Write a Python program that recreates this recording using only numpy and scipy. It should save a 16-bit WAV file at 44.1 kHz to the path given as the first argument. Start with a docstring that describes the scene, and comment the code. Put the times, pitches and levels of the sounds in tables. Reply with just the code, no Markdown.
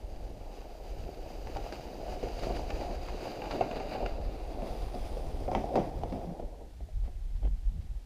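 """Firewood sled on snow

A plastic sled loaded with firewood is hauled over thin snow, past the listener and up to a stairway.
Snow hisses as noise under the hull, and frozen lumps drum on it as random clicks given the hull's colour.
Logs knock together, hardest as the sled pulls in: each knock is a ring, a wooden clack and a crunch.
Light wind, made of slowly varying noise, buffets the microphone; a faint echo follows the knocks.
"""
import sys
import numpy as np
from scipy import signal
from scipy.fft import rfft, irfft, next_fast_len
from scipy.io import wavfile
from scipy.ndimage import uniform_filter1d

SR = 44100
rng = np.random.default_rng(int(sys.argv[2]) if len(sys.argv) > 2 else 0)


def digitize_waveform(pressure):
    """Quantize a signal to 16-bit integers and store it at the path in sys.argv[1].

    Rows of a 2-D input are taken as channels; values are limited to [-1, 1].
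    """
    field = np.atleast_2d(pressure).T
    bounded = np.clip(field, -1, 1)
    quanta = np.round(bounded * 32767).astype(np.int16)
    wavfile.write(sys.argv[1], SR, quanta)


N = 355134
TIME = np.arange(N) / SR

# All "relative" levels and spectra are adjusted further where they are used.

# still air of the yard: (frequency [Hz], relative level [dB per Hz])
AIR_SPECTRUM = [(120, -34), (200, -7.5), (326, -9.5), (427, -12), (671, -12.5), (818, -13.5), (1050, -23),
                (1690, -23), (1910, -23), (4390, -25), (9380, -31.5), (12300, -33.5), (15000, -39)]
AIR_DB = -63
# strength of the breeze: (time [s], relative rumble [dB], relative flutter of small eddies [dB])
WIND_STRENGTH = [(0.0, -42, -56.5), (0.47, -41.5, -49), (0.54, -47, -67), (0.69, -45.5, -73),
                 (1.05, -41.5, -47), (1.14, -49, -61), (1.5, -36, -48), (1.77, -46.5, -53), (2.4, -38, -52),
                 (3.11, -39, -51), (3.27, -47.5, -56), (4.06, -42.5, -72.5), (4.17, -37.5, -48.5),
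                 (5.13, -38, -50.5), (6.17, -42.5, -39.5), (6.37, -50, -71), (6.43, -41, -57),
                 (6.73, -51.5, -58.5), (6.88, -54, -46), (6.96, -32, -50), (7.08, -34.5, -50.5),
                 (7.15, -39, -54.5), (7.36, -35.5, -49.5), (7.46, -33, -39), (7.55, -35.5, -49),
                 (7.62, -37, -54), (7.71, -38, -47), (7.78, -39, -39.5), (7.83, -50, -49), (7.91, -38, -51),
                 (8.03, -44.5, -62.5), (8.05, -63, -54)]
# large eddies on the microphone: (frequency [Hz], relative level [dB per Hz])
RUMBLE_SPECTRUM = [(8, -12), (18, -7), (27, 2), (45, 0), (62, -7.5), (90, -17.5), (200, -53), (600, -109)]
# small eddies on the microphone: (frequency [Hz], relative level [dB per Hz])
FLUTTER_SPECTRUM = [(35, -35.5), (70, 1), (100, -6.5), (150, -11.5), (230, -21), (400, -42.5), (1500, -81)]
# sharp gusts: (start [s], length [s], push [dB], rate of shaking [Hz], relative rasp [dB])
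BUFFETS = [(4.244, 0.073, -24.5, 36.5, -67), (5.325, 0.041, -26, 45.5, -61), (5.438, 0.055, -28, 45, -75),
           (6.425, 0.057, -31, 41.6, -70), (6.804, 0.0587, -33, 48.5, -75), (7.003, 0.072, -24, 45, -55),
           (7.407, 0.0936, -20.5, 45, -41), (7.642, 0.07, -20, 37, -71), (7.746, 0.08, -34, 69, -65.5)]
# rasp of a sharp gust: (frequency [Hz], relative level [dB per Hz])
RASP_SPECTRUM = [(60, 2.5), (150, 0), (300, 0), (800, -5), (1100, -24), (3200, -26), (4200, -38),
                 (15000, -58)]

# moments when the sled is ahead, passing, and off to the side: (time [s])
BEARING_TIMES = [2.3, 4.0, 5.1]
# colour of snow and wood with the sled ahead: (frequency [Hz], relative level [dB per Hz])
COLOUR_AHEAD = [(400, -1), (1100, -1.5), (1950, -7), (2450, -2.5), (2900, -2), (3150, -6.5), (3500, -12),
                (3850, -5.5), (4350, -8.5), (4720, 0), (5000, -4), (5450, -13), (5850, -9), (6800, -11),
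                (7400, -18), (8500, -21.5), (10000, -20.5), (12100, -24.5), (13200, -23), (15500, -23)]
# the same with the sled passing: (frequency [Hz], relative level [dB per Hz])
COLOUR_PASSING = [(400, 4.5), (1100, 5), (1950, -2), (2350, 2.5), (2850, 3.5), (3300, -8.5), (3950, 0),
                  (4350, -3.5), (4720, 4), (5000, -1.5), (5450, -13), (5850, -11.5), (6800, -10),
                  (7400, -16.5), (8500, -22.5), (9700, -20), (11000, -23.5), (13400, -19.5), (14200, -16),
                  (15200, -26)]
# the same with the sled off to the side: (frequency [Hz], relative level [dB per Hz])
COLOUR_ASIDE = [(400, -1), (1050, 10), (1400, 2), (1680, -2.5), (2000, 1), (2600, 2.5), (2950, -0.5),
                (3300, 2), (3650, 0.5), (4400, -2), (4850, 3.5), (5500, -3.5), (5950, -4), (7000, -10),
                (7500, -8), (8200, -15), (9200, -8), (10800, -13), (15000, -12.5)]

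# pull on the sled, strongest as it passes: (time [s], relative drumming [dB], relative hiss [dB])
DRAG = [(0.0, -52, -67), (1.36, -47.5, -60), (1.62, -47, -56.5), (1.86, -46.5, -56.5), (2.0, -42.5, -58),
        (2.33, -45, -55), (2.61, -42.5, -52), (2.87, -41, -56.5), (3.05, -44.5, -54.5), (3.27, -42, -51.5),
        (3.64, -39, -54), (3.9, -42, -53), (4.23, -44, -59), (4.43, -45.5, -58.5), (4.59, -41, -57),
        (4.94, -46.5, -57), (5.5, -43, -61), (5.68, -39, -61), (5.86, -42, -62.5), (6.07, -43.5, -63.5),
        (6.25, -43.5, -64.5), (6.49, -50.5, -64), (6.6, -54, -69)]
# hull under the lumps: (frequency [Hz], relative level [dB per Hz])
HULL_SPECTRUM = [(50, -24), (110, -2.5), (190, -3), (290, 1), (400, 2), (560, 1.5), (720, 2), (850, -4.5),
                 (980, -13.5), (1150, -26.5), (1500, -28), (2400, -33.5), (5000, -82)]
# panels of the hull that take turns riding the lumps: (centre frequency [Hz])
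PANELS = [130, 220, 330, 450, 580, 720, 900, 1300]
# crust breaking, before the colour of its direction: (frequency [Hz], relative level [dB per Hz])
CRUST_SPECTRUM = [(600, -2.5), (1500, 8.5), (2700, 5.5), (4600, 5), (6500, -2), (9000, 4), (15000, 1)]
# the sled surges with each tug on the rope: moment of one tug, time between tugs (both in s)
TUG_AT_S, TUG_EVERY_S = 2.427, 0.378
# high sheens in the hiss: (peak time [s], time to fade by 10 dB, sign unused [s], level [dB],
# centre at the peak [Hz], sinking [Hz per s], spread to each side [Hz])
SHEENS = [(1.6, 1.5, -76, 13670, 1, 900), (2.55, -0.75, -83, 13700, -0.5, 1000),
          (3.4, 0.15, -77, 14200, -1.5, 500), (5.1, 0.6, -73, 9330, 690, 1100)]
# groans before the last heavy bump and while slowing:
# (start [s], length [s], first pitch [Hz], last pitch [Hz], relative level [dB])
GROANS = [(5.703, 0.038, 338, 679, -33), (6.23, 0.131, 180, 166.3, -35.5)]
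# hull ploughing through crust: (start [s], length [s], grind [dB], grit [dB])
SCRAPES = [(1.546, 0.019, -43, -54), (1.725, 0.034, -48.5, -54), (2.244, 0.072, -40, -59),
           (2.387, 0.017, -41, -47), (2.41, 0.061, -40, -51), (2.542, 0.0454, -39, -49),
           (2.791, 0.09, -42, -59), (3.535, 0.049, -36, -52), (3.609, 0.019, -35, -52),
           (3.753, 0.04, -40.5, -47), (3.901, 0.079, -40.5, -47.5), (4.603, 0.12, -52, -64),
           (5.553, 0.033, -42, -60.5), (5.755, 0.16, -41.5, -60), (6.393, 0.019, -45.5, -66)]
# boots scuffing snow beside the resting sled: (start [s], length [s], grind [dB], grit [dB])
SCUFFS = [(7.033, 0.06, -59, -65.5), (7.347, 0.04, -70, -67.5), (7.805, 0.03, -64, -67)]

# logs knocking in the sled: (start [s], relative thud [dB], relative clack [dB], relative crunch [dB],
# base ring time, multiplied per mode [s], hull pitch [factor],
# bass lift per octave downward [dB], log pitch [factor])
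KNOCKS = [(0.300,-31,-67,-72,0.084,0.69,6,1), (0.616,-48,-55.5,-70,0.039,0.97,0,0.75),
          (1.090,-27.5,-69,-70,.04,1.015,2,0.64), (1.472,-31,-48,-59,.039,1.27,4.5,0.81),
          (1.560,-26,-59,-52,.097,1.116,-1,1), (1.567,-29,-52,-37.5,.039,1.044,-14.5,.95),
          (1.640,-28,-55,-63,0.03,1.04,-5,1), (1.664,-25.5,-56,-61,0.031,1.01,-15,0.44),
          (1.724,-25,-47,-32,.025,0.935,-1,1), (2.082,-30,-58,-65,0.044,1.07,-12,.6),
          (2.123,-28.5,-51,-52,0.035,1.06,-6,0.7), (2.229,-23,-49,-46.5,0.062,0.67,-1.5,1.05),
          (2.237,-24,-48,-58,0.033,0.552,-3,1.27), (2.433,-25,-52,-36,.047,0.83,-3,1.15),
          (2.469,-19,-50,-58,0.031,0.89,3,0.57), (2.496,-24.5,-61,-61,0.0167,1,5,1),
          (2.502,-21.5,-53,-58,0.028,1.04,2.5,0.56), (2.594,-21,-62.5,-65,0.016,1,3,0.85),
          (2.703,-23.5,-43,-39,0.064,1.1,2,0.85), (2.811,-28.5,-48,-56,0.36,1.011,-10.5,0.94),
          (2.911,-24.5,-61,-65,.04,0.98,8,1), (3.085,-32,-45,-47,.03,1.3,-3,1.1),
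          (3.255,-25.5,-62,-61.5,0.045,1.06,-2,0.65), (3.27,-27,-62,-62,0.042,0.98,2,1.1),
          (3.419,-30,-45,-52,0.106,1.13,-15,1.15), (3.456,-43,-46,-41,.04,0.91,-5,1.2),
          (3.509,-25.5,-40.5,-37.5,0.12,1.03,-13.5,0.69), (3.609,-12.5,-37,-64,0.03,1.02,-7,1.08),
          (3.626,-25,-54,-64,0.019,1.03,6,.6), (3.643,-29,-60,-64,0.0186,0.92,2,1.1),
          (3.712,-25.5,-42,-36,.022,1.154,7,1.02), (3.800,-25,-43,-43,0.082,1.08,-8.5,1),
          (3.950,-24.5,-50,-47,.1,1.04,-7,1.23), (4.005,-22,-64,-67,0.14,0.86,-6,1.05),
          (4.027,-23,-58,-54,.08,0.99,0,.7), (4.061,-22,-41,-28.5,.023,0.99,-8,1.06),
          (4.621,-26,-57,-60.5,.21,0.91,9.5,1), (4.942,-25.5,-62,-67,0.095,1,6,1.15),
          (5.169,-23.5,-52,-58,.06,.82,-5,0.78), (5.479,-18.5,-51,-61,0.087,0.99,-1.5,.62),
          (5.515,-17,-43,-61,0.046,1.142,6,0.66), (5.531,-23,-51.5,-62,0.033,0.78,0,0.97),
          (5.550,-13,-36,-43,.036,1.12,0.5,.97), (5.566,-20.5,-61,-64,0.12,1.06,11.5,0.97),
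          (5.638,-21.5,-64,-68,.06,.97,0,1.09), (5.740,-16.5,-68,-68,0.052,1.01,6.5,0.89),
          (5.756,-11,-38,-36,0.065,1.11,4,0.75), (5.772,-12.5,-45,-55,0.057,0.7,4,0.58),
          (5.779,-16.5,-55,-68,0.068,.92,17,1), (5.790,-21,-64,-68,0.12,.36,4,1),
          (6.035,-18.5,-51,-49,0.04,.97,1,0.89), (6.124,-21,-48,-55,0.158,1,10,0.95),
          (6.396,-25.5,-65,-68,0.024,0.92,6,0.71), (6.424,-30,-79,-74,0.086,.85,6,1),
          (6.611,-39,-78,-81,.12,1.12,8,1), (6.804,-38,-72,-74,0.055,1,8,1.04),
          (6.887,-40,-69.5,-74,0.0383,0.92,-5,1), (7.077,-35,-65,-70,0.061,1,9,1)]
# loaded hull when struck: (base frequency [Hz], relative level [dB], share of the ring time [factor])
LOAD_MODES = [(205.7, -9.5, 1.68), (270.6, -4.5, 1.24), (377, -8, 3.3), (494, -6, 1.7), (557, 6.5, 0.49),
              (702, 2.5, 2), (793.3, 1, 1.03), (893, -15.5, 0.73), (1063.4, -24.5, 2.8), (1372, -32.5, 4.7)]
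# a split log: (base frequency [Hz], relative level [dB], time to fade by 60 dB [s])
LOG_MODES = [(1381, 0, 0.123), (2035, 7, 0.17), (2422, 14, 0.034), (2700, 1, 0.042), (3345, 7.5, 0.053),
             (3820, -3, 0.022)]
# wood on wood, before the colour of its direction: (frequency [Hz], relative level [dB per Hz])
CLACK_SPECTRUM = [(500, 0), (1200, 6), (2600, 5.5), (3500, -2.5), (4700, -11), (6000, 4.5), (8500, -15.5),
                  (15000, -20)]
# flexing hull: pitch (Hz), level added to the table's thud level (dB), time to fade by 60 dB (s)
FLEX_HZ, FLEX_DB, FLEX_T60 = 113, -24.5, 0.15
# top of the knocks is dulled above MUFFLE_HZ; the whole sound ends near EDGE_HZ
MUFFLE_HZ, EDGE_HZ = 9000, 15350


def amp(db):
    """Turns decibels into gain."""
    return 10 ** (np.asarray(db) / 20)


def unit(x):
    """Scales a sound to an rms (average strength) of 1."""
    return x / np.sqrt(np.mean(x ** 2) + 1e-20)


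def curve(rows, column):
    """Reads gain over time from a table column in dB."""
    rows = np.asarray(rows)
    return amp(np.interp(TIME, rows[:, 0], rows[:, column]))


def add(mix, s, sound):
    """Mixes a sound in, starting at time s, and cuts off what runs past the end."""
    part = mix[max(round(s * SR), 0):][:len(sound)]
    part += sound[:len(part)]


def colour(x, spectrum):
    """Filters without any sound before its cause (minimum phase); the result has rms 1."""
    size = next_fast_len(len(x) + 8192)
    hz, db = np.transpose(spectrum)
    all_hz = abs(np.fft.fftfreq(size, 1 / SR))
    log_gain = np.log(amp(np.interp(np.log(all_hz + 1), np.log(hz), db)))
    response = np.exp(np.conj(signal.hilbert(log_gain)))[:size // 2 + 1]
    return unit(irfft(rfft(x, size) * response, size)[:len(x)])


def noise(spectrum, size=N):
    """Makes coloured noise of rms 1."""
    return colour(rng.standard_normal(size), spectrum)


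def wander(rate_hz):
    """Makes a smooth random signal of rms 1, mostly slower than the given rate."""
    hz = np.fft.rfftfreq(N, 1 / SR)
    smooth = rfft(rng.standard_normal(N)) / (1 + (hz / rate_hz) ** 4)
    return unit(irfft(smooth, N))


def grains(per_s, spread_db):
    """Makes random clicks of rms 1, a few larger than the rest."""
    size = amp(spread_db * np.minimum(rng.exponential(1, N), 4))
    happens = rng.random(N) < per_s / SR
    return unit(size * rng.choice([-1, 1], N) * happens)


def ring(t, hz, db, t60, scatter=0.6):
    """Sums dying tones set off by one blow, with random pitch and phase; the peak is 1."""
    detune, phase = rng.uniform(-1.11, 1, (2, len(hz), 1))
    decay = amp(db - 60 * t / t60)
    tones = np.sin(2 * np.pi * hz * (1 + 0.04 * detune) * t + np.pi * scatter * phase)
    x = (decay * tones).sum(0)
    return x / abs(x).max()


def arriving(x):
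    """Gives snow and wood a colour that turns with the direction from which they arrive."""
    out = np.zeros(N)
    for share_row, spectrum in zip(np.eye(3), (COLOUR_AHEAD, COLOUR_PASSING, COLOUR_ASIDE)):
        out += np.interp(TIME, BEARING_TIMES, share_row) * colour(x, spectrum)
    return np.std(x) * out


def still_air():
    """Steady, quiet noise of the still yard."""
    return amp(AIR_DB) * noise(AIR_SPECTRUM)


def eddies(spectrum):
    """Turbulent pressure as noise, with its strength evened out over short stretches."""
    x = noise(spectrum)
    local_power = uniform_filter1d(x ** 2, size=5000)
    return unit(x / np.sqrt(local_power + 0.043))


def wind(rumble_db=1.5, flutter_db=-1.5, gusty_db=2.5, rasp_floor=0.54):
    """Eddies press on the microphone in quick surges; sharp gusts shake it and rasp at each crest."""
    surge = unit(amp(gusty_db * wander(rate_hz=8.5)))
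    rumble = eddies(RUMBLE_SPECTRUM) * curve(WIND_STRENGTH, column=1) * amp(rumble_db)
    flutter = eddies(FLUTTER_SPECTRUM) * curve(WIND_STRENGTH, column=2) * amp(flutter_db)
    out = surge * (rumble + flutter)
    for s, length, push_db, hz, rasp_db in BUFFETS:
        t = np.arange(-length / 2, length / 2, 1 / SR)
        push = np.cos(2 * np.pi * hz * t)
        rasp = noise(RASP_SPECTRUM, size=len(t)) * (rasp_floor + np.maximum(push, 0) ** 2)
        add(out, s, np.hanning(len(t)) * (amp(push_db) * push + amp(rasp_db) * rasp))
    return out


def yard(x, echo_db=-15, t60=0.53, build_up_s=0.037):
    """The house wall and the trees scatter a faint tail of fading noise."""
    t = np.arange(SR // 2) / SR
    tail = rng.standard_normal(len(t)) * amp(-60 * t / t60) * np.minimum(t / build_up_s, 1)
    return x + amp(echo_db) * signal.fftconvolve(x, tail / np.linalg.norm(tail))[:N]


def sheen():
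    """Soft, high noise bands in the hiss come and go as the sled turns, drifting in pitch."""
    out = np.zeros(N)
    for s, fade_s, db, hz, sink, width_hz in SHEENS:
        since = TIME - s
        angle = 2 * np.pi * np.cumsum(hz - sink * since) / SR
        # two random signals on a cosine and a sine make a band of noise around the pitch
        band = wander(width_hz) * np.cos(angle) + wander(width_hz) * np.sin(angle)
        out += band * amp(db - 10 * (since / fade_s) ** 2)
    return out


def scrapes(skew=0.79, gritty=0.68):
    """Hull or boot ploughs through crust: a low grind and a gritty rasp swell and fade together."""
    grind, grit = np.zeros((2, N))
    for s, length, grind_db, grit_db in SCRAPES + SCUFFS:
        swell = np.sin(np.pi * np.linspace(0, 1, int(length * SR)) ** skew)
        add(grind, s, amp(grind_db) * swell)
        add(grit, s, amp(grit_db) * swell)
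    crystals = rng.standard_normal(N) + gritty * grains(per_s=400, spread_db=2.5)
    return grind * noise(HULL_SPECTRUM) + grit * arriving(colour(crystals, CRUST_SPECTRUM))


def groans(rough=0.63, jitter=0.066):
    """Plastic sticks and slips on packed snow: a gliding tone, uneven in pitch and strength."""
    out = np.zeros(N)
    waver = 1 + jitter * wander(rate_hz=150)
    for s, length, first_hz, last_hz, db in GROANS:
        hz = np.linspace(first_hz, last_hz, int(length * SR))
        turns = np.cumsum(hz * waver[round(s * SR):][:len(hz)]) / SR
        add(out, s, amp(db) * np.hanning(len(hz)) * np.sin(2 * np.pi * turns))
    return out * (1 + rough * wander(rate_hz=53))


def jostle(jostle_db=-14, crackle_db=-7, crackle_t60=0.015, t60=0.31):
    """The load taps and the crust crackles at random, as strongly as the drag allows."""
    t = np.arange(SR // 8) / SR
    hz, db, share = np.transpose(LOAD_MODES)[:, :, None]
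    taps = np.zeros(N)
    for _ in range(6):
        hits = grains(per_s=5, spread_db=3.0)
        tap = ring(t, hz * rng.uniform(0.842, 1.133), db, t60 * share)
        taps += signal.oaconvolve(hits, tap)[:N]
    breaks = abs(grains(per_s=93, spread_db=0.3))
    snaps = signal.oaconvolve(breaks, amp(-60 * t / crackle_t60))[:N]
    crackle = arriving(colour(snaps * rng.standard_normal(N), CRUST_SPECTRUM))
    taps = amp(jostle_db) * unit(taps) * curve(DRAG, column=1)
    return taps, amp(crackle_db) * crackle * curve(DRAG, column=2)


def drumming(patchy_db=2.0):
    """Lumps strike the hull; each panel swells and fades as the load shifts onto it."""
    spectrum = rfft(colour(grains(per_s=1100, spread_db=1.5), HULL_SPECTRUM))
    hz = np.fft.rfftfreq(N, 1 / SR)
    swells = np.array([amp(patchy_db * wander(rate_hz=12.3)) for _ in PANELS])
    swells = swells / np.sqrt(np.mean(swells ** 2, axis=0))  # the whole weight stays the same
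    out = np.zeros(N)
    for swell, row in zip(swells, np.eye(len(PANELS))):
        out += swell * irfft(spectrum * np.interp(hz, PANELS, row), N)
    return unit(out)


def sled(hiss_db=1.5, hiss_judder_db=1.41, crunch=0.35, drum_tug_db=0.48, hiss_tug_db=0.56):
    """Lumps drum on the hull and crystals shear under it; both follow the tugs, the hiss also the grip."""
    grip = wander(rate_hz=11.7)
    tug = np.cos(2 * np.pi * (TIME - TUG_AT_S) / TUG_EVERY_S)
    drum = drumming() * amp(drum_tug_db * tug) * curve(DRAG, column=1)
    shear = unit(rng.standard_normal(N) + crunch * grains(per_s=480, spread_db=3.0))
    hiss_gain = amp(hiss_db + hiss_judder_db * grip + hiss_tug_db * tug)
    hiss = arriving(shear) * hiss_gain * curve(DRAG, column=2)
    taps, crackle = jostle()
    # the sled slows to rest: the hiss dies first
    on_hull = (drum + taps) * np.interp(TIME, [6.62, 6.76], [1, 0])
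    on_snow = (hiss + crackle) * np.interp(TIME, [6.1, 6.6], [1, 0])
    return on_hull + on_snow + groans() + scrapes()


def flex():
    """The whole hull bounces under each knock: a low, short tone."""
    out, t = np.zeros(N), np.arange(SR // 4) / SR
    bounce = np.sin(2 * np.pi * FLEX_HZ * t) * amp(-60 * t / FLEX_T60)
    for s, thud_db, *_ in KNOCKS:
        add(out, s, amp(thud_db + FLEX_DB) * bounce)
    return out


def logs(thud_db=-5.0, clack_db=4, clack_t60=0.0084, crunch_share=0.86, woody=0.823, rise_s=0.00078,
         chatter=0.16, chatter_t60=0.18, bark_db=-19):
    """A knock clacks the wood, rings the hull, crunches the snow and chatters as the pile settles."""
    thuds, cracks = np.zeros((2, N))
    t = np.arange(SR // 3) / SR
    hz, db, share = np.transpose(LOAD_MODES)[:, :, None]
    log_hz, log_db, log_t60 = np.transpose(LOG_MODES)[:, :, None]
    wood = noise(CLACK_SPECTRUM, size=N + len(t))
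    # the pile settles in small separate taps, and the crust breaks grain by grain
    rattle = np.pad(colour(grains(per_s=700, spread_db=1.4), HULL_SPECTRUM), (0, len(t)))
    snow = np.pad(colour(grains(per_s=6000, spread_db=4.5), CRUST_SPECTRUM), (0, len(t)))
    rise = 1 - np.exp(-t / rise_s)
    settling = amp(-60 * t / chatter_t60)
    # bark keeps rubbing on bark after the first contact
    rub_fade = 0.9 * amp(-60 * t / clack_t60) + amp(bark_db) * np.sqrt(settling)
    for s, peak_db, wood_db, snow_db, t60, pitch, depth_db, log_pitch in KNOCKS:
        now = round(s * SR) + np.arange(len(t))
        thud = ring(t, hz * pitch, db - depth_db * np.log2(hz), t60 * share) * rise
        thud = thud / abs(thud).max() + chatter * rattle[now] * settling * rise
        log_ring = ring(t, log_hz * log_pitch, log_db, log_t60, scatter=0.22)
        clack = wood[now] * rub_fade + woody * log_ring
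        crunch = snow[now] * amp(snow_db - 60 * t / (crunch_share * t60)) * rise
        add(thuds, s, amp(peak_db + thud_db) * thud)
        add(cracks, s, amp(wood_db + clack_db) * clack + crunch)
    return thuds + arriving(cracks)


def scene():
    """Adds air, wind, sled and load; the pile and the snow dull the top of the knocks."""
    muffle = signal.butter(2, MUFFLE_HZ, fs=SR, output="sos")
    knocks = signal.sosfilt(muffle, logs() + flex())
    return (still_air() + wind() + sheen() + sled() + yard(knocks))[None]


def record(dry):
    """Removes the treble above the band edge."""
    low_pass = signal.firwin(511, EDGE_HZ, window=("kaiser", 9), fs=SR)
    return signal.oaconvolve(dry, low_pass[None], "same")


dry = scene()
out = record(dry)
digitize_waveform(out)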